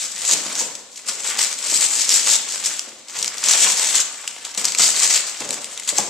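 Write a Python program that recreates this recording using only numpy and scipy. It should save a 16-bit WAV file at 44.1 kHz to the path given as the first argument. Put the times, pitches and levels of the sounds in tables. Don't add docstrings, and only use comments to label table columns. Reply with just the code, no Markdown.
import sys
import numpy as np
from scipy import signal
from scipy.fft import rfft, irfft, next_fast_len
from scipy.io import wavfile
from scipy.ndimage import uniform_filter1d, map_coordinates

SR = 44100
rng = np.random.default_rng(int(sys.argv[2]) if len(sys.argv) > 2 else 0)


def unload_wav(signal):
    wavfile.write(
        sys.argv[1],
        SR,
        np.round(np.clip(np.atleast_2d(signal).T, -1, 1) * 32767).astype(np.int16),
    )


def invert_db(level):
    return 10 ** (np.asarray(level, dtype=float) / 20)


N = 268657

# t/s, level/dB, slack (extra flap)/dB
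SHEET_RUSTLE = [(0, -23.5, -2.5), (.14, -33.5, -0.5), (.5, -27, 2.5), (.86, -45.5, -9.5), (1.04, -42, -3.5),
                (1.2, -32, 5), (1.6, -26.5, -3.5), (2.2, -30.5, -0.5), (2.72, -28, 1.5), (3.06, -50, -5.5),
                (3.1, -37, 2), (3.4, -33.5, 2.5), (3.7, -20.5, 1.5), (4.03, -34, -2), (4.5, -38, 1.5),
                (4.9, -24.5, 0.5), (5.3, -34, 2), (5.84, -33.5, -1)]
# t/s, peak level/dB, struck spot f/Hz, level of the slide after it/dB
BOX_KNOCKS = [(0.308, -33, 790, -29.5), (0.458, -24.5, 220, -33), (0.607, -21, 915, -34.5),
              (1.089, -37, 980, -39), (1.721, -25, 308, -38), (1.956, -34, 960, -41),
              (2.875, -34, 250, -41.5), (3.177, -38.5, 460, -37.5), (4.574, -48, 570, -33),
              (4.8, -21.5, 180, -37), (5.406, -20.5, 300, -28.5), (5.49, -26, 450, -35),
              (5.922, -27.5, 494, -34), (5.985, -12, 800, -32)]
# f/Hz, level per Hz/dB
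FIBRE_SPECTRUM = [(500, -36), (1500, -11), (2100, -1), (3300, 1.5), (5000, 4), (8000, -1), (11000, -3.5),
                  (15000, 0)]
# f/Hz, level per Hz/dB
SHEET_SPECTRUM = [(150, -30.5), (500, -9.5), (1000, -5), (2200, -3.5), (3500, -6), (7000, -24)]


def unit(x):
    return x / np.sqrt(np.mean(x ** 2) + 1e-20)


def along(points, hz):
    f, v = np.transpose(points)
    return np.interp(np.log(hz + 1), np.log(f + 1), v)


def curves(rows):
    s, *columns = np.transpose(rows)
    return [np.interp(np.arange(N) / SR, s, column) for column in columns]


def wobble(rate):
    knots = rng.standard_normal(int(N * rate / SR) + 4)
    return map_coordinates(knots, [np.arange(N) * rate / SR])


def filtered(x, response):
    size = next_fast_len(N + SR // 2)
    hz = np.fft.rfftfreq(size, 1 / SR)
    return irfft(rfft(x, size) * response(hz), size)[..., :N]


def causal(spectrum):
    def response(hz):
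        cepstrum = irfft(np.log(invert_db(along(spectrum, hz))))
        half = len(cepstrum) // 2
        cepstrum[1:half] *= 2
        cepstrum[half + 1:] = 0
        return np.exp(rfft(cepstrum))
    return response


def paired(pair):
    # f/Hz, likeness (0 to 1)
    likeness = [(60, 0.088), (130, 0.84), (300, 0.97), (1400, 0.75), (3000, 0.29), (7000, 0.017),
                (14000, .05)]

    def mid_side(hz):
        angle = np.arccos(np.clip(along(likeness, hz), -1, 1)) / 2
        return np.array([np.cos(angle), np.sin(angle)])
    mid, side = filtered(pair, mid_side)
    return np.array([mid + side, mid - side])


def crackle(rate, spread_db, clump_db, channels=1):
    size_db = spread_db * np.minimum(rng.exponential(1, N), 4.5)
    size_db = size_db + clump_db * (0.83 * wobble(45) + wobble(220))
    polarity = rng.choice([-1, 1], (channels, N))
    return unit((rng.random(N) < rate / SR) * polarity * invert_db(size_db))


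def air():
    # f/Hz, level per Hz/dB
    hush_spectrum = [(25, -20), (80, -3), (160, -16), (300, 0), (1200, -11.5), (4000, -1), (8000, -16),
                     (14000, -25)]
    hush = filtered(rng.standard_normal((2, N)), lambda hz: invert_db(along(hush_spectrum, hz)))
    return invert_db(-51.5 + wobble(2.3)) * unit(paired(hush))


def effort_db():
    # full force t/s, build-up/s, hold/s, tearing level/dB
    pulls = [(-0.002, 0.094, 0.094, -30), (0.44, 0.035, 0.0087, -28.5), (0.601, .08, 0.021, -18),
             (.96, .012, 0.0067, -34.5), (1.086, 0.037, 0.0084, -21), (1.243, 0.022, 0.067, -22),
             (1.388, 0.011, 0.019, -13), (1.705, 0.13, 0.14, -16.5), (1.955, 0.14, 0.062, -19),
             (2.127, 0.17, 0.036, -12.5), (2.503, 0.07, 0.047, -26.5), (2.644, 0.03, 0.017, -17.5),
             (3.172, 0.088, 0.092, -28), (3.441, 0.018, 0.046, -18), (3.49, 0.023, 0.046, -13),
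             (3.626, 0.28, 0.059, -12.5), (3.785, .03, 0.071, -17.5), (3.87, 0.066, 0.04, -16.5),
             (4.576, 0.0056, 0.0072, -19), (4.644, 0.018, 0.03, -22), (4.799, 0.028, 0.063, -11.5),
             (5.031, 0.19, 0.051, -13.5), (5.142, 0.068, 0.019, -15.5), (5.272, 0.047, 0.012, -26.5),
             (5.403, 0.011, .005, -31), (5.977, .04, 0.0071, -16.5)]
    # full force t/s, build-up/s, hold/s, tearing level/dB
    rip_offs = [
        (.315, 0.19, 0.02, -13),
        (2.27, 0.13, 0.087, -16),
        (3.945, .05, 0.069, -15.5),
        (4.448, 0.0051, .012, -26.5),
        (5.878, .006, 0.026, -18),
        (3.085, .004, .01, -40),
        (5.53, 0.076, 0.014, -26),
    ]
    build_db = 26.5
    let_go_db_per_s, free_db_per_s = 272, 1200
    t = np.arange(0, N, 32) / SR
    power = invert_db(curves(SHEET_RUSTLE)[0][::32]) ** 2
    for rows, fall_db_per_s in ((pulls, let_go_db_per_s), (rip_offs, free_db_per_s)):
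        for s, build, hold, db in rows:
            climb = build_db * np.maximum(s - t, 0) / build
            fall = fall_db_per_s * np.maximum(t - s - hold, 0)
            power = power + invert_db(db - climb - fall) ** 2
    return np.interp(np.arange(N) / SR, t, 10 * np.log10(power))


def shifting(x, depth_db):
    z = signal.stft(x, nperseg=256)[2]
    field = rng.standard_normal(z.shape[-2:])
    field = uniform_filter1d(field, size=7, axis=0)
    field = uniform_filter1d(field, size=16, axis=1)
    return signal.istft(z * invert_db(depth_db * unit(field)), nperseg=256)[1][..., :N]


def tearing():
    tear_db = effort_db()
    slack_db = curves(SHEET_RUSTLE)[1]
    flap_db = -9 - 0.39 * (tear_db + 31.5) + slack_db
    spiky_db = -2.5 + 0.3 * (tear_db + 25.5)
    fibres = crackle(7000, spread_db=3.0, clump_db=2.0, channels=3)
    fizz = 0.58 * paired(fibres[1:]) + 0.81 * fibres[0]
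    spikes = crackle(460, spread_db=-0.5, clump_db=-3.5) * invert_db(spiky_db - 17.0)
    flap = crackle(4000, spread_db=1.5, clump_db=3.5)
    high = filtered(shifting(fizz + spikes, depth_db=1.52), causal(FIBRE_SPECTRUM))
    low = filtered(flap, causal(SHEET_SPECTRUM))
    return unit(high) * invert_db(tear_db - 6.0) + unit(low) * invert_db(tear_db + flap_db - 1.5)


def handling_db():
    slide_db_per_s = 91
    t = np.arange(N) / SR
    pull_db = uniform_filter1d(effort_db(), size=4000)
    power = invert_db(-49.5 + 0.67 * (pull_db + 30.5)) ** 2
    for s, _, _, db in BOX_KNOCKS:
        power = power + (t > s) * invert_db(db - slide_db_per_s * np.abs(t - s)) ** 2
    return 10 * np.log10(power)


def panels(hz):
    # f/Hz, width/Hz, level/dB
    modes = [
        (98, 67, -5),
        (220, 71, 3),
        (501, 188, 3),
        (970, 700, -5.5),
    ]
    total = 0
    for k, (centre, width, db) in enumerate(modes):
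        mode = 1j * hz * width / (centre * centre - hz * hz + 1j * hz * width)
        total = total + (-1) ** k * invert_db(db) * mode
    return total


def box():
    rub = filtered(crackle(900, spread_db=-0.5, clump_db=-1)[0], panels)
    rub = unit(rub) * invert_db(handling_db() - 5)
    pushes, spots = np.zeros(N + SR), np.zeros(N + SR)
    t = np.arange(SR // 8) / SR
    rise = 1 - np.exp(-(t / 0.0028) ** 2)
    for s, db, hz, _ in BOX_KNOCKS:
        noise = rng.standard_normal(len(t))
        start = round(s * SR)
        push = invert_db(db + 10.5 - 60 * t / 0.054) * rise * noise
        spot = invert_db(db + 5 - 60 * t / 0.019) * rise * np.sin(2 * np.pi * hz * t)
        pushes[start:start + len(t)] += push
        spots[start:start + len(t)] += spot
    return rub + filtered(pushes[:N], panels) + spots[:N]


def grip():
    rumble = filtered(rng.standard_normal(N), lambda hz: hz / (20 + hz) / (1 + (hz / 55) ** 4))
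    level_db = -62 + 0.26 * (handling_db() + 45) + 3 * wobble(4.05)
    return invert_db(level_db) * unit(rumble) * np.array([[1], [-.8]])


def creases(count=60):
    # t/s, peak level/dB, ring f/Hz, flap level re peak/dB
    rip_snaps = [(0.042, -17, 4420, -25), (0.2507, -2, 5000, -21), (0.312, -0.5, 6800, -25),
                 (1.0844, -16, 6950, -25), (1.243, -17, 6650, -25), (1.3014, -13, 6660, -25),
                 (1.3728, -8, 5060, -22), (1.3908, -0.5, 5140, -22), (1.7146, -7, 6520, -25),
                 (1.7404, -11, 6790, -25), (2.0113, -19, 6690, -25), (2.2633, -2, 4870, -27),
                 (2.3004, -6, 6610, -25), (2.3225, -10, 6700, -25), (2.361, -5.5, 7000, -19),
                 (2.5222, -10.5, 6930, -25), (2.6418, -11, 6330, -25), (3.4395, -3.5, 6910, -29),
                 (3.486, 1, 6340, -25), (3.77, -8, 6660, -29), (4.5761, -5, 5530, -25),
                 (4.6446, -7, 7040, -22), (4.653, 3, 5760, -19), (4.786, -3.5, 6790, -25),
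                 (5.1445, -4, 6950, -25), (5.4051, -11.5, 6980, -25), (5.8763, -6, 5700, -23),
                 (5.89, 2, 4700, -27), (5.9787, -11, 7000, -25), (5.9833, -0.5, 6830, -30)]
    # t/s, peak level/dB, ring f/Hz, after-burst level/dB
    slack_snaps = [(0.1624, -13, 6440, -11), (0.199, -18, 5610, -12), (0.218, -13.5, 6370, -9.5),
                   (0.5536, -9, 6200, -10.5), (0.7527, -16, 6400, -9), (0.9148, -34, 4460, -12),
                   (2.794, -5, 6660, -12), (3.084, -20, 4300, -12), (3.0982, -15.5, 4580, -13),
                   (3.139, -20, 6490, -12), (3.1673, -20, 5840, -11), (3.189, -9.5, 6130, -10.5),
                   (3.2274, -3.5, 5980, -10.5), (3.245, 2.5, 4400, -12.5), (3.2602, -9, 6330, -13),
                   (3.2782, -6.5, 6400, -9.5), (3.382, -10.5, 6400, -12), (4.2767, 0.5, 3020, -9.5),
                   (4.4503, -10, 4830, -9.5), (4.5417, -18, 6300, -10), (4.5484, -12.5, 5640, -11),
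                   (4.6832, -6, 5540, -11), (4.7208, -8.5, 6530, -9.5), (4.7489, 4.5, 2430, -11.5),
                   (5.4909, -12, 6500, -11), (5.5067, 0, 4360, -12), (5.6441, -5.5, 5000, -12),
                   (5.7763, -6, 4090, -12), (5.7983, -5, 2950, -11.5), (6.0028, -6, 4760, -15)]
    after_db, trim_db = -10.5, -5
    slack_flap_db, small_flap_db = -48, -52
    when = rng.random(count) * (N - 1)
    size = rng.standard_normal((count, 2))
    level_db = effort_db()[when.astype(int)] + 6.5 + 3 * size[:, 0]
    rows = [(s, db + trim_db, hz, slack_flap_db, burst_db) for s, db, hz, burst_db in slack_snaps]
    rows += [(s, db + trim_db, hz, flap_db, after_db) for s, db, hz, flap_db in rip_snaps]
    for n, db, u in zip(when, level_db, size[:, 1]):
        ring_hz = 5600 * invert_db(min(2.5 * u, 1))
        rows.append((n / SR, db, ring_hz, small_flap_db, after_db))
    return rows


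def snaps():
    burst_s, facet_loss = .007, .65
    high, low, ring = np.zeros(N + SR), np.zeros(N + SR), np.zeros(N + SR)
    t = np.arange(SR // 25) / SR
    for s, db, hz, flap_db, after_db in creases():
        noise = rng.standard_normal(len(t))
        burst = invert_db(after_db) * noise * np.exp(-t / (burst_s * invert_db(after_db)))
        burst[0] = 1.16
        decay = 2 * facet_loss * hz * t
        facet = decay * np.exp(1 - decay) * np.sin(2 * np.pi * hz * t)
        start = round(s * SR)
        span = slice(start, start + len(t))
        high[span] += invert_db(db + 3.5) * (hz / 6000) ** 1.1 * burst
        ring[span] += invert_db(db - 15) * np.convolve(burst, facet)[:len(t)]
        low[span] += invert_db(db + flap_db + 18.0) * burst
    clicks = filtered(high[:N], causal(FIBRE_SPECTRUM))
    rings = filtered(ring[:N], lambda hz: (1j * hz / (1200 + 1j * hz)) ** 2)
    flaps = filtered(low[:N], causal(SHEET_SPECTRUM))
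    return clicks + rings + flaps


def room(x):
    # f/Hz, T60/s
    decay_times = [(150, 0.71), (1000, 1), (4000, 0.56), (12000, 0.37)]
    # delay t/s, level/dB
    walls = [
        (.0009, -29.5),
        (.0034, -22),
        (.0068, -73),
        (.0105, -23.5),
        (.0135, -20),
        (.019, -46),
    ]
    wet, stretch = np.zeros((2, N + 2 * SR)), SR // 4
    for start in range(0, N, stretch):
        hz, t, z = signal.stft(rng.standard_normal((2, SR // 2)), SR, nperseg=256)
        decay = invert_db(-60 * t / along(decay_times, hz)[:, None])
        tail = signal.istft(z * decay, SR, nperseg=256)[1]
        tail = tail / np.linalg.norm(tail[0])
        echo = signal.fftconvolve(x[None, start:start + stretch], tail, axes=1)
        wet[:, start + 200:][:, :echo.shape[1]] += echo

    def echoes(hz, skew):
        return sum(invert_db(db) * np.exp(-2j * np.pi * hz * s * skew ** k) for k, (s, db) in enumerate(walls))
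    early = filtered(x, lambda hz: np.array([echoes(hz, 1), echoes(hz, 1.012)]))
    return early + invert_db(-6.0) * paired(wet[:, :N])


def scene():
    spread, beamed = tearing() + box(), snaps()
    return spread + beamed + room(spread[0] + invert_db(-4.0) * beamed) + air()


def roll_off(x):
    return signal.sosfilt(signal.butter(12, 15540, fs=SR, output="sos"), x)


def record(dry):
    # cavity f/Hz, width/Hz, shading f/Hz
    ports = [
        (7723, 925, 90000),
        (7070, 1000, 6000),
    ]

    def port(hz):
        return np.array([c * c / (c * c - hz * hz + 1j * hz * width) / np.sqrt(1 + (hz / shade) ** 4)
                         for c, width, shade in ports])
    heard = filtered(dry, lambda hz: port(hz) * (1j * hz / (90 + 1j * hz)) ** 2)
    heard = heard + invert_db([[-64], [-76]]) * rng.standard_normal(dry.shape)
    heard = heard / (1 + np.abs(heard / 0.98) ** 8) ** (1 / 8)
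    heard = filtered(heard, lambda hz: np.where(hz < 14300, 1, invert_db(-34)) * (1j * hz / (35 + 1j * hz)) ** 2)
    mix = np.clip(heard + grip(), -1, 1)
    return roll_off(mix)


dry = scene()
out = record(dry)
unload_wav(out)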